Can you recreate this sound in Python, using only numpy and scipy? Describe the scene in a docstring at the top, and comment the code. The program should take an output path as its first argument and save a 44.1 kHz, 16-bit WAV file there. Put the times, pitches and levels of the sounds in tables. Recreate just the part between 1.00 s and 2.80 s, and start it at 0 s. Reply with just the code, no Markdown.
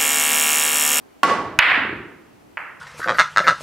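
"""A knock of wood, a crack of hard balls, dull thuds and one late click, in a lively living room.
A cue drives the white ball up a pool table, a few metres from the microphone.
The cue is a shaped blow, dense noise reflections and shaft modes; balls and cushions are jolted resonances.
Balls rumble over the slate, room tone and hiss lie beneath, and a limiter holds down the loud blows."""
import sys
import numpy as np
from scipy import signal
from scipy.io import wavfile
from scipy.ndimage import uniform_filter1d

SR = 44100
rng = np.random.default_rng(int(sys.argv[2]) if len(sys.argv) > 2 else 0)


def generate_wav(signal):
    """Clip the signal to [-1, 1] and save it as 16-bit WAV at the path in sys.argv[1]."""
    frames = np.transpose(np.atleast_2d(signal))
    scaled = np.clip(frames, -1, 1) * 32767
    pcm = np.round(scaled).astype(np.int16)
    wavfile.write(sys.argv[1], SR, pcm)


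def decibels_to_gain(level_db):
    """Convert a level in decibels to a linear amplitude gain (20 dB per decade)."""
    exponent = np.asarray(level_db, float) / 20
    return 10 ** exponent


N = 79380  # length [samples]

# Knock of the tip: (frequency [Hz], level [dB])
TIP_COLOUR = [(60, -41.5), (150, -16), (300, -3), (600, -3), (1000, -2.5), (1500, -5.5), (3000, -14.5),
              (5000, -21.5), (9000, -31), (16000, -50)]
# Bright ticks of the tip and their echo: (time after the blow [ms], level [dB])
TIP_TICKS = [(.6, -9.5), (1.9, -15.5), (16.5, -16)]
# Ringing modes of the cue shaft: (frequency [Hz], level [dB], decay by 60 dB [s])
SHAFT_MODES = [(306, -34, 1), (864, -10.5, 0.04), (1384, -13, .25), (1734, -20.5, 0.36), (1985, -23, 0.64),
               (2870, -28.5, 0.36), (3060, -36, 0.49), (4365, -30.5, 0.26), (5250, -35.5, .4)]
# The long-ringing shaft mode, split in three: (frequency [Hz], relative level [dB])
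SPLIT_MODE = [(1108, -7), (1121.5, 0), (1135, -7)]
# Ball on ball: (time [s], level [dB], contact [ms], treble snap [dB], ceiling echo delay [ms])
BALL_CLACKS = [(0.5894, 8, 0.35, -25.5, 7.4), (0.5902, 5.5, 0.3, -42.5, 9.4),
               (0.5914, 4.5, 0.46, -45.5, 15), (0.5935, 5, 0.34, -49.5, 9.2), (.603, 1, .38, -50.5, 7),
               (0.6042, -0.5, .38, -45, 5.4), (0.626, 4, .33, -43, 8), (.645, -7.5, .34, -45.5, 7.4),
               (.715, -7, 0.41, -40, 5.9), (0.746, -9.5, 0.38, -46, 9.1), (1.572, -12, 0.53, -28.5, 6.6)]
# First echoes off cloth and rails: (delay [ms], level before the factor [dB], factor)
TABLE_ECHOES = [(2.0, -7, 0.72), (3.1, 3.5, 0.49), (4.4, -8.5, 0.38)]
# Balls on cushions: (time [s], level [dB], resonance [Hz])
CUSHION_THUDS = [(.60, -36, 298), (0.679, -27, 300), (0.776, -22.5, 276), (.82, -26, 250.6),
                 (0.849, -24, 399.2), (0.894, -27.5, 369.6), (.928, -21, 329), (.965, -31.5, 187.8),
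                 (1.0, -34, 340), (1.04, -39.5, 248.7), (1.124, -41.5, 348.8)]
# Balls rolling on the slate: (time [s], level [dB])
ROLL_LEVEL = [(.25, -63), (.3, -41.5), (.52, -44.5), (.63, -45), (.72, -43), (.98, -41), (1.1, -59.5),
              (1.751, -60.5)]
# Spectrum of the rolling rumble: (frequency [Hz], relative level [dB])
ROLL_COLOUR = [(25, -28), (50, -20.5), (80, -0.5), (140, -3.5), (250, -5.5), (500, -26.5), (1000, -65.5)]
# Spectrum of the room tone: (frequency [Hz], relative level [dB])
HUSH_COLOUR = [(15, -35.5), (25, -12.5), (114, -8.5), (202, -8), (280, -2), (457, -7.5), (787, -9.5),
               (854, -10), (3150, -24), (15200, -33.5), (16500, -46)]
# Stereo side against mid in the room tone: (frequency [Hz], level [dB])
HUSH_WIDTH = [(60, -15), (240, 5), (950, 1), (3770, -3.5), (15000, 1)]
# Decay of the living room: (frequency [Hz], decay by 60 dB [s])
ROOM_DECAY = [(100, 0.57), (260, 0.9), (700, 0.81), (1800, 0.72), (4800, 0.58), (8000, 0.47), (13000, 0.45)]
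# Spectrum of the room's ring at its start: (frequency [Hz], relative level [dB])
ROOM_COLOUR = [(100, 8.5), (500, 2), (1500, 2.5), (3000, -2), (5000, 1.5), (8000, 2.5), (13000, -1.5),
               (16000, -6)]
# Stereo side against mid in the room's ring, the tip's reflections and rolling: (frequency [Hz], level [dB])
ROOM_WIDTH = [(60, -43.5), (180, -20), (550, -14.5), (1650, -11), (4970, -4), (15000, 4)]


def tip_blow():
    """The tip's blow: a minimum-phase pulse with the colour of the knock, energy 1."""
    log_gain = np.log(decibels_to_gain(read(TIP_COLOUR, abs(np.fft.fftfreq(4096, 1 / SR)))))
    spectrum = np.exp(np.conj(signal.hilbert(log_gain)))
    return unit(np.fft.ifft(spectrum).real[:2048])


def tip_reflections(t):
    """Dense early reflections of the knock: noise that dies away evenly in dB."""
    start_db, t60_s, low_hz = -13, 0.12, 556
    reflections = noise(len(t), lambda hz, s: read(TIP_COLOUR, hz) + 0 * s, ROOM_WIDTH)
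    reflections = high(reflections, low_hz)
    return reflections / reflections.std() * decibels_to_gain(start_db - 60 * t / t60_s)


def shaft_ring(t):
    """Decaying modes of the shaft; the three parts of the split mode beat, so it throbs."""
    split_db, split_t60_s = -10.5, 0.6
    swell_s = 0.017  # the three parts first line up this long after the blow
    ring = sum(decibels_to_gain(db - 60 * t / t60_s) * np.sin(2 * np.pi * hz * t) for hz, db, t60_s in SHAFT_MODES)
    throb = sum(decibels_to_gain(db) * np.sin(2 * np.pi * hz * (t - swell_s)) for hz, db in SPLIT_MODE)
    return ring + decibels_to_gain(split_db - 60 * t / split_t60_s) * throb


def tip_tick(db):
    """A bright tick: a very short burst of noise, separate in each channel."""
    decay_s, low_hz = 0.0001, 4000
    t = np.arange(400) / SR
    burst = rng.standard_normal((2, 400)) * np.exp(-t / decay_s)
    return decibels_to_gain(db) * high(burst, low_hz)


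def cue():
    """The tip's blow fills the room with its early reflections; the tip ticks and the shaft rings."""
    blow_db, wet_db, pan_db, rise_s = -5, 22, -2, 0.001
    t = np.arange(SR // 2) / SR
    out = in_room(decibels_to_gain(blow_db) * tip_blow(), wet_db, 0)
    after_blow = tip_reflections(t) + shaft_ring(t)
    out[:, :len(t)] += after_blow * np.minimum(t / rise_s, 1)
    for ms, db in TIP_TICKS:
        add(out, ms / 1000, tip_tick(db))
    return pan(out, pan_db)


def clack(db, contact_ms, snap_db, ceiling_ms):
    """Two hard balls meet: the air shoved by a jolted sphere plus a thin bright snap."""
    pan_db = -1.95
    body = jolt(contact_ms / 1000, hz=2013, width_hz=1194)
    body = high(body, 590)  # a small ball sends out little bass
    snap = decibels_to_gain(snap_db) * high(signal.unit_impulse(2048, 4), 6400, order=4)
    echoes = TABLE_ECHOES + [(ceiling_ms, 0.5, 1)]  # the ceiling returns the body at 0.5 dB
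    body_in_room = in_room(body, 4.5, pan_db, echoes)
    snap_in_room = in_room(snap, 13, pan_db)
    return decibels_to_gain(db) * (body_in_room + snap_in_room)


def thud(db, hz):
    """A ball meets a cushion: a contact of half a period jolts a low, damped resonance."""
    body = high(jolt(0.5 / hz, hz, width_hz=70), 129)
    return in_room(decibels_to_gain(db) * body, wet_db=-5, pan_db=-1.5)


def jolt(contact_s, hz, width_hz):
    """A rounded contact force shakes a damped resonance; peak 1."""
    t = np.arange(2048) / SR
    force = np.sin(np.pi * np.clip(t / contact_s, 0, 1)) ** 2
    ring = np.exp(-np.pi * width_hz * t) * np.sin(2 * np.pi * hz * t)
    out = -np.gradient(np.convolve(force, ring)[:2048])
    return out / abs(out).max()


def in_room(x, wet_db, pan_db, echoes=()):
    """Direct sound, first echoes, and a diffuse ring that builds up and dies by band."""
    build_s = 0.01
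    t = np.arange(SR) / SR
    tail = noise(SR, lambda hz, s: read(ROOM_COLOUR, hz) - 60 * s / read(ROOM_DECAY, hz), ROOM_WIDTH)
    path = decibels_to_gain(wet_db) * unit(tail * (1 - np.exp(-t / build_s)))
    for ms, db, factor in [(0, 0, 1), *echoes]:  # the first is the direct sound
        path[:, round(ms * SR / 1000)] += factor * decibels_to_gain(db)
    return pan(signal.fftconvolve(x[None], path, axes=1), pan_db)


def rolling():
    """Low rumble of the table bed while balls travel: noise that follows the level table."""
    rumble = noise(N, lambda hz, t: read(ROLL_COLOUR, hz) + 0 * t, ROOM_WIDTH, order=11)
    s, db = np.transpose(ROLL_LEVEL)
    level_db = np.interp(np.arange(N) / SR, s, db, left=-120)
    return rumble / rumble.std() * decibels_to_gain(level_db)


def hush():
    """Room tone and microphone hiss: shaped noise, slightly patchy below the treble."""
    level_db, patch_db, patch_top_hz = -50.5, 1, 3000
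    patches = rng.standard_normal((1025, N // 512 + 6))  # (frequency bins, frames) of the noise below
    patches = uniform_filter1d(uniform_filter1d(patches, 20, 0), 6, 1)
    patches *= patch_db / patches.std()
    out = noise(N, lambda hz, t: read(HUSH_COLOUR, hz) + patches * (hz < patch_top_hz), HUSH_WIDTH, order=11)
    return decibels_to_gain(level_db) * out / out.std()


def noise(size, field_db, side, order=9):
    """Mid and side noise with a level rule over Hz and s, as left and right; frames of 2 ** order samples."""
    hop = 2 ** order // 4
    frames, hz = size // hop + 6, np.fft.rfftfreq(4 * hop, 1 / SR)[:, None]
    real, imag = rng.standard_normal((frames, len(hz), 2, 2)).T
    z = (real + 1j * imag) * decibels_to_gain(field_db(hz, np.arange(frames) * hop / SR))
    spectra = [z[0], z[1] * decibels_to_gain(read(side, hz))]
    mid, wide = signal.istft(spectra, nperseg=4 * hop, noverlap=3 * hop)[1][:, :size]
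    return np.array([mid + wide, mid - wide])


def read(points, hz):
    """Table value on a log-frequency axis."""
    f, value = np.transpose(points)
    return np.interp(np.log(hz + 1), np.log(f + 1), value)


def high(x, hz, order=2):
    """Butterworth high-pass."""
    return signal.lfilter(*signal.butter(order, hz, "high", fs=SR), x)


def unit(x):
    """Scales to energy 1, averaged over the channels."""
    return x / np.sqrt(np.sum(x ** 2) / np.atleast_2d(x).shape[0])


def pan(x, pan_db):
    """Sets left over right by pan_db, half on each channel; negative leans right."""
    return x * decibels_to_gain(np.array([[pan_db], [-pan_db]]) / 2)


def add(mix, s, sound):
    """Mixes a two-channel sound in at time s."""
    part = mix[:, round(s * SR):][:, :sound.shape[1]]
    part += sound[:, :part.shape[1]]


def scene():
    """Cue, clacks and thuds in the room over rolling balls and room tone."""
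    mix = hush() + rolling()
    add(mix, 0.2315, cue())
    for s, *blow in BALL_CLACKS:
        add(mix, s, clack(*blow))
    for s, db, hz in CUSHION_THUDS:
        add(mix, s, thud(db, hz))
    return mix


def microphone(x):
    """Microphone colour: the lowest bass is cut and a broad resonance is added."""
    low_hz, peak_hz, width_hz, added_db = 40, 2776, 785, -7
    x = high(x, low_hz)
    resonance = signal.lfilter(*signal.iirpeak(peak_hz, peak_hz / width_hz, SR), x)
    return x + decibels_to_gain(added_db) * resonance


def limiter(x):
    """Grabs within milliseconds and lets go at a steady dB rate; what it misses clips."""
    limit_db, share, ceiling = -14, 0.93, 0.95  # share of the excess dB that is taken off
    grab_s, recover_db_per_s = 0.0038, 164.5
    r = np.exp(-1 / (grab_s * SR))
    smooth = [1 - r], [1, -r]
    power_db = 10 * np.log10(signal.lfilter(*smooth, (x ** 2).mean(0)) + 1e-12)
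    # hold each peak, then let it fall in a straight line
    fall_db = np.arange(N) * recover_db_per_s / SR
    held_db = np.maximum.accumulate(power_db + fall_db) - fall_db
    over_db = np.maximum(held_db - limit_db, 0)
    limited = x / decibels_to_gain(share * signal.lfilter(*smooth, over_db))
    return np.clip(limited, -ceiling, ceiling)


def roll_off(x):
    """The treble ends steeply here."""
    return signal.sosfilt(signal.butter(12, 16850, fs=SR, output="sos"), x)


def record(dry):
    """The scene through the microphone and its limiter."""
    mix = limiter(microphone(dry))
    return roll_off(mix)


dry = scene()
out = record(dry)
generate_wav(out)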